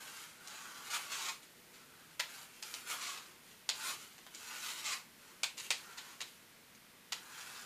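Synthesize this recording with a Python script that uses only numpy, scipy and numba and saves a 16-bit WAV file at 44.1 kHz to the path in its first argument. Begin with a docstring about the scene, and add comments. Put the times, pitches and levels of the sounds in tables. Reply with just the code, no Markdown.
"""A dense swish is heard first: a plastic brush drawn through long hair, close up in a quiet room.
Strands slip over the bristles as random stick-slip impulses, coloured by the air pocket under the brush back.
Now and then a bristle springs out of a tangle with a snap: a short ringing rasp and a duller knock.
A near wall and a short room tail answer, over steady hiss, a low murmur of air and a faint wavering hum."""
import sys
import numpy as np
from scipy import signal
from scipy.fft import rfft, irfft
from scipy.io import wavfile
from scipy.ndimage import map_coordinates
from numba import njit

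SR = 44100
rng = np.random.default_rng(int(sys.argv[2]) if len(sys.argv) > 2 else 0)


def persist_wave(psi):
    """Save psi, clipped to +-1, as 16-bit WAV."""
    counts = np.round(np.clip(psi, -1, 1) * 32767).astype(np.int16)
    wavfile.write(sys.argv[1], SR, np.atleast_2d(counts).T)


N = 337365
T = np.arange(N) / SR


def undb(db):
    """Decibels to gain."""
    return 10 ** (np.asarray(db) / 20)


def unit(x):
    """Scale to an rms of 1."""
    return x / np.sqrt(np.mean(x ** 2))


def walk(rate):
    """A smooth random wander with a spread near 1, through `rate` random points per second."""
    knots = rng.standard_normal(4096)
    return map_coordinates(knots, [T * rate], order=3, mode="wrap")


def response(points, size=1024):
    """Minimum-phase impulse response of unit energy with the given (Hz, dB) colour."""
    hz, db = np.transpose(points)
    freq = np.maximum(np.arange(size // 2 + 1) * SR / size, 1)
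    colour_db = np.interp(np.log(freq), np.log(hz), db)
    cepstrum = irfft(np.log(undb(colour_db)))
    # folding the cepstrum forward in time makes the response causal
    cepstrum[1:size // 2] *= 2
    cepstrum[size // 2 + 1:] = 0
    ring = irfft(np.exp(rfft(cepstrum)))
    return ring / np.linalg.norm(ring)


def through(x, ring):
    """Pass a sound through an impulse response."""
    return signal.fftconvolve(x, ring)[:len(x)]


def burst(envelope):
    """A cluster of tiny impacts inside an envelope: nearly even in colour, unit energy."""
    x = rng.standard_normal(len(envelope)) * envelope
    # alternately flatten the spectrum and restore the envelope
    for _ in range(3):
        flat = irfft(np.exp(1j * np.angle(rfft(x))))
        x = flat * np.sqrt(envelope)
    return x / np.linalg.norm(x)


def slips(per_s, spread_db):
    """Tiny stick-slip impulses of uneven size, at an rms of 1 whatever their rate."""
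    share = np.clip(per_s / SR, 1e-4, 1)  # chance of a slip in each sample
    size = undb(spread_db * np.clip(rng.standard_normal(N), -2, 2))
    signed_size = size * rng.choice([-1, 1], N)
    happens = rng.random(N) < share
    return unit(happens * signed_size / np.sqrt(share))


@njit
def resonance(x, hz, width):
    """State-variable band-pass with a moving centre."""
    y, band, low = np.empty(len(x)), 0., 0.
    for i in range(len(x)):
        g, k = np.tan(np.pi * hz[i] / SR), width / hz[i]
        v = (band + g * (x[i] - low)) / (1 + g * (g + k))
        band, low, y[i] = 2 * v - band, low + 2 * g * v, k * v
    return y


def gesture(start, swell, length, fade):
    """One movement of the hand: it gathers speed over the swell and dies away once its length is over."""
    rise = np.sin(np.pi / 2 * np.clip((T - start) / swell, 0, 1))
    return rise * np.exp(-np.maximum(T - start - length, 0) / fade)


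# Passes of the brush or hand through the hair; levels are drive into the mix, before bunching and room.
# start_s, swell_s, length_s, fade_s, swish_level_db, hollow_db and sheen_db (both over the swish)
PASSES = [(-0.05, .03, 0.27, 0.1, -53.5, -2.5, -5), (0.37, 0.18, 0.66, 0.042, -54, -0.5, -7),
          (0.812, 0.076, 0.49, 0.042, -51, -6.5, -6), (1.72, .02, 0.036, 0.05, -61, -6, -9),
          (1.76, .08, 0.36, .05, -71.5, 4.5, -7), (2.216, 0.091, 0.21, 0.032, -55.5, -3.5, -3.5),
          (2.462, .04, 0.14, 0.017, -65, -6, -4), (2.615, 0.012, .17, 0.09, -54, -5.5, -2),
          (2.838, 0.053, 0.29, 0.09, -48.5, -3.5, -7.5), (3.42, 0.12, 0.083, 0.043, -60.5, -10, -6),
          (3.712, 0.084, 0.23, 0.019, -48, -7, -6.5), (3.958, 0.041, 0.056, 0.13, -55, -8, -4.5),
          (4.262, 0.39, 0.69, 0.031, -48.5, -6, -6.5), (5.167, 0.071, 0.14, 0.098, -64.5, -1, -6),
          (5.562, 0.014, 0.098, 0.025, -51, -10.5, -5.5), (5.75, 0.034, .38, 0.065, -59, -0.5, -5),
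          (6.224, .04, 0.079, .12, -63.5, -13, -3), (7.13, 0.028, 0.17, 0.099, -60.5, 1.5, -3),
          (7.297, 0.088, 0.32, 0.09, -53, -2, -6)]
# Tugs, where the bristles bite into thick hair.
# start_s, swell_s, length_s, swish_level_db, hollow_db and sheen_db (both over the swish)
TUGS = [(0.89, 0.084, 0.071, -37, -7.5, -9.5), (1.095, 0.022, 0.2, -43.5, -5, -12.5),
        (1.413, 0.013, .025, -58, -16, -6), (2.862, 0.048, 0.07, -42, -3.5, -4.5),
        (2.99, 0.034, 0.11, -45, -16, -13), (3.81, 0.043, 0.1, -42, -5.5, -6),
        (4.5, .015, 0.014, -48, -1, -17), (4.605, .035, 0.11, -46.5, -11, -7),
        (4.71, 0.029, 0.16, -52.5, -21, -12), (4.834, 0.038, 0.1, -39.5, -7.5, -14)]
TUG_RELEASE_S = 0.014
# Loose hair that keeps stirring under and between the passes.
# swish_level_db, hollow_db and sheen_db (both over the swish)
STIR = (-72, -13, 0)
STIR_END_S, STIR_FADE_S = 6.35, 0.16


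def effort():
    """Strength of swish, hollow and sheen: passes, tugs and stirring hair add up in power."""
    moves = [(gesture(s, swell, length, fade), *mix) for s, swell, length, fade, *mix in PASSES]
    moves += [(gesture(s, swell, length, TUG_RELEASE_S), *mix) for s, swell, length, *mix in TUGS]
    stirring = np.exp(-np.maximum(T - STIR_END_S, 0) / STIR_FADE_S)
    moves.append((stirring, *STIR))
    power = 0
    for shape, db, hollow_db, sheen_db in moves:
        gains = undb([db, db + hollow_db, db + sheen_db])
        power = power + np.outer(gains ** 2, shape ** 2)
    return np.sqrt(power)


HOLLOW_HZ, HOLLOW_SAG_OCTAVES = 1540, 0.59
PACKING_S, PACKING_POWER = 0.14, 1.16


def hollow_pitch(pull):
    """A long hard pull packs hair under the brush and lowers its air pocket; it recovers as the pull eases."""
    keep = np.exp(-1 / (PACKING_S * SR))
    packed = signal.lfilter([1 - keep], [1, -keep], pull)
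    return HOLLOW_HZ * 2 ** (-HOLLOW_SAG_OCTAVES * (packed / packed.max()) ** PACKING_POWER)


# Colour of strands slipping over bristles: freq_hz, level_db (per Hz)
SWISH_COLOUR = [(1100, -34), (1650, -14), (2050, -1), (2500, -1), (2850, -2), (3150, -1.5), (3600, -4),
                (4100, -2.5), (4750, -3.5), (5200, -5.5), (6200, -4.5), (7100, -2), (8500, -10),
                (11000, -38)]
# Colour of the shaking brush back: freq_hz, level_db (per Hz)
BACK_COLOUR = [(250, -41), (450, -16.5), (700, -8.5), (880, -2), (1050, -2.5), (1500, -2), (1850, -6),
               (2600, -28.5)]
# Colour of hair sliding on hair: freq_hz, level_db (per Hz)
SHEEN_COLOUR = [(6000, -32), (8000, -3.5), (9000, 0.5), (11500, -2), (14500, -7)]
# Colour of the dull low rustle: freq_hz, level_db (per Hz)
RUSTLE_COLOUR = [(90, -30), (170, -10.5), (260, 0.5), (380, 6.5), (600, -2.5), (1000, -34.5)]


def brushing(hollow_width_hz=370.0, hollow_share=0.43, rustle_db=-72, rustle_power=0.3):
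    """Strands slip over the bristles; a harder pull frees more of them, and they catch in small bunches."""
    pull, hollow_gain, sheen_gain = effort()
    per_s = 3500 + 5000 * pull / pull.max()
    bunches = undb(0.5 * walk(rate=37) + 1.33 * walk(rate=190))
    swish = through(slips(per_s, spread_db=9.5), response(SWISH_COLOUR))
    # the brush back shakes the pocket of air between itself and the head
    back = through(slips(per_s, spread_db=1), response(BACK_COLOUR))
    pocket = unit(resonance(back, hollow_pitch(pull), hollow_width_hz))
    hollow = unit(hollow_share * pocket + (1 - hollow_share) * back)
    # hair sliding on hair is finer grained than hair on bristle
    sheen = through(slips(2 * per_s, spread_db=1.5), response(SHEEN_COLOUR))
    # a dull low rustle under the brushing, nearly even in level
    rustle_noise = through(rng.standard_normal(N), response(RUSTLE_COLOUR))
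    rustle = undb(rustle_db) * unit(pull ** rustle_power * rustle_noise)
    return bunches * (pull * swish + hollow_gain * hollow + sheen_gain * sheen) + rustle


WALL_S, ROOM_T60_S = .007, 0.25  # delay of the wall and tail, decay time of the tail


def room(x, near_db, wall_db, tail_db, size=8192, count=90):
    """Direct sound, early reflections off the desk and laptop, a near wall and a short tail; the paths change
    with every pose."""
    t = np.arange(size) / SR
    tail_colour = response([(300, 2.6), (4000, 3.7), (7500, 0.39), (14000, 4.6)])
    out = np.zeros(N + 2 * size)
    # evenly spaced poses, each with fresh random echoes, crossfade into one another
    pose = np.linspace(0, count, N)
    for k in range(count + 1):
        held = np.flatnonzero(abs(pose - k) < 1)
        scatter = burst(np.exp(-t / 0.0045) * (t > .001))
        wall = burst(np.exp(-t / 0.005))
        decay = np.exp(-np.log(1000) * t / ROOM_T60_S)
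        tail = through(rng.standard_normal(size) * decay, tail_colour)
        late = undb(wall_db) * wall + undb(tail_db) * tail / np.linalg.norm(tail)
        ring = undb(near_db) * scatter + np.pad(late, (int(WALL_S * SR), 0))[:size]
        crossfade = np.cos(np.pi / 2 * (pose[held] - k))
        echo = signal.fftconvolve(x[held] * crossfade, ring)
        out[held[0]:held[0] + len(echo)] += echo
    return (x + out[:N]) / np.linalg.norm(undb([0, near_db, wall_db, tail_db]))


# Colour of the room's air: freq_hz, level_db (per Hz)
AIR_COLOUR = [(25, -9), (45, -14), (70, -6.5), (110, -1.5), (160, 2), (235, 2), (330, -2.5), (480, -4),
              (800, -5.5), (1300, -3.5), (2000, -2.5), (3500, -6), (7000, -11), (14800, -11.5)]
AIR_DB = -60.5  # rms
# Faint steady hum in the room: pitch_hz, level_db (rms)
HUM = [(161.5, -94.5), (236.9, -81.5), (482, -82), (910, -85.5)]


def quiet_room():
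    """Steady hiss and low murmur of air, with a faint hum of sines whose phases waver."""
    air = unit(through(rng.standard_normal(N), response(AIR_COLOUR, size=8192)))
    hum = np.zeros(N)
    for hz, db in HUM:
        hum += undb(db) * unit(np.sin(2 * np.pi * hz * T + walk(rate=7.6)))
    return undb(AIR_DB) * air + hum


# Bristles springing free; the level is that of the rasp alone, before the room.
# start_s, level_db (rms), bright_hz (centre of its broad colour), ring_hz (of the bristle), release_s
SNAPS = [(0.472, -53, 6560, 6040, 0.0034), (1.2859, -46.5, 5530, 4180, 0.0015),
         (2.1943, -44.5, 2520, 2020, 0.0018), (2.198, -38.5, 2750, 2040, 0.0015),
         (2.6251, -47, 4760, 4870, 0.0015), (2.7393, -46.5, 5630, 3080, 0.0014),
         (3.176, -53.5, 5000, 3800, 0.00065), (3.6898, -35.5, 4320, 4120, 0.0015),
         (4.1800, -61, 2410, 2620, 0.0013), (4.264, -61, 1580, 1200, 0.002),
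         (4.346, -53.5, 6000, 7200, 0.0027), (5.4318, -35.5, 3500, 2580, 0.0029),
         (5.5756, -49.5, 5000, 7200, 0.0043), (5.5970, -50, 5000, 7250, 0.0032),
         (5.704, -33.5, 4070, 2510, 0.0018), (5.7125, -45, 3900, 1940, 0.0032),
         (5.9690, -48.5, 2970, 4100, 0.016), (6.2041, -48, 2900, 3570, 0.0032),
         (6.214, -45, 3860, 4040, 0.0016), (6.749, -65.5, 5000, 6200, 0.001),
         (7.12, -40.5, 3270, 1960, 0.0039)]
# Colour of the plastic bristle tips: freq_hz, level_db (per Hz)
TIP_COLOUR = [(500, -6.5), (1400, -22), (2000, 0), (2900, 1), (4000, 1), (4800, 0.5), (5600, -3.5),
              (6900, 1), (8200, -5), (10500, -11.5), (14500, -34)]
# Colour of the knock in the brush back: freq_hz, level_db (per Hz)
KNOCK_COLOUR = [(150, -33), (350, -12.5), (530, -2.5), (690, -1.5), (900, 3.5), (1200, 0), (1800, 4.5),
                (3000, -13.5)]
# a duller snap knocks the brush back harder: level over the rasp at the reference pitch, fall per octave above
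KNOCK_DB, KNOCK_REF_HZ, KNOCK_DB_PER_OCTAVE = -10, 3970, 8.5


def snaps(ring_db=6, ring_octaves=0.091, size=2048):
    """Each release is a short rasp of the ringing bristle and a duller knock in the brush back."""
    out = np.zeros(N + size)
    t = np.arange(size) / SR
    hz = np.geomspace(400, 15000, 200)
    tip_hz, tip_db = np.transpose(TIP_COLOUR)
    plastic_db = np.interp(np.log(hz), np.log(tip_hz), tip_db)
    for s, db, bright_hz, ring_hz, length in SNAPS:
        release = t / length * np.exp(-(t / length) ** 2)
        broad_db = -1.75 * np.log2(hz / bright_hz) ** 2
        peak_db = ring_db * np.exp(-(np.log2(hz / ring_hz) / ring_octaves) ** 2)
        colour = np.column_stack([hz, plastic_db + broad_db + peak_db])
        rasp = unit(through(burst(release), response(colour)))
        knock = unit(through(burst(release), response(KNOCK_COLOUR)))
        knock_db = KNOCK_DB - KNOCK_DB_PER_OCTAVE * np.log2(bright_hz / KNOCK_REF_HZ)
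        start = int(s * SR)
        out[start:start + size] += undb(db) * (rasp + undb(knock_db) * knock)
    return out[:N]


def scene():
    """Brush and snaps in the room, over its quiet."""
    close = brushing() + snaps()
    return (room(close, near_db=2.5, wall_db=1.0, tail_db=3.0) + quiet_room())[None]


TOP_HZ = 14850


def record(dry):
    """The recorder cuts steeply above its top frequency, with an elliptic low-pass."""
    low_pass = signal.ellip(12, .2, 70, TOP_HZ, fs=SR, output="sos")
    return signal.sosfilt(low_pass, dry)


dry = scene()
out = record(dry)
persist_wave(out)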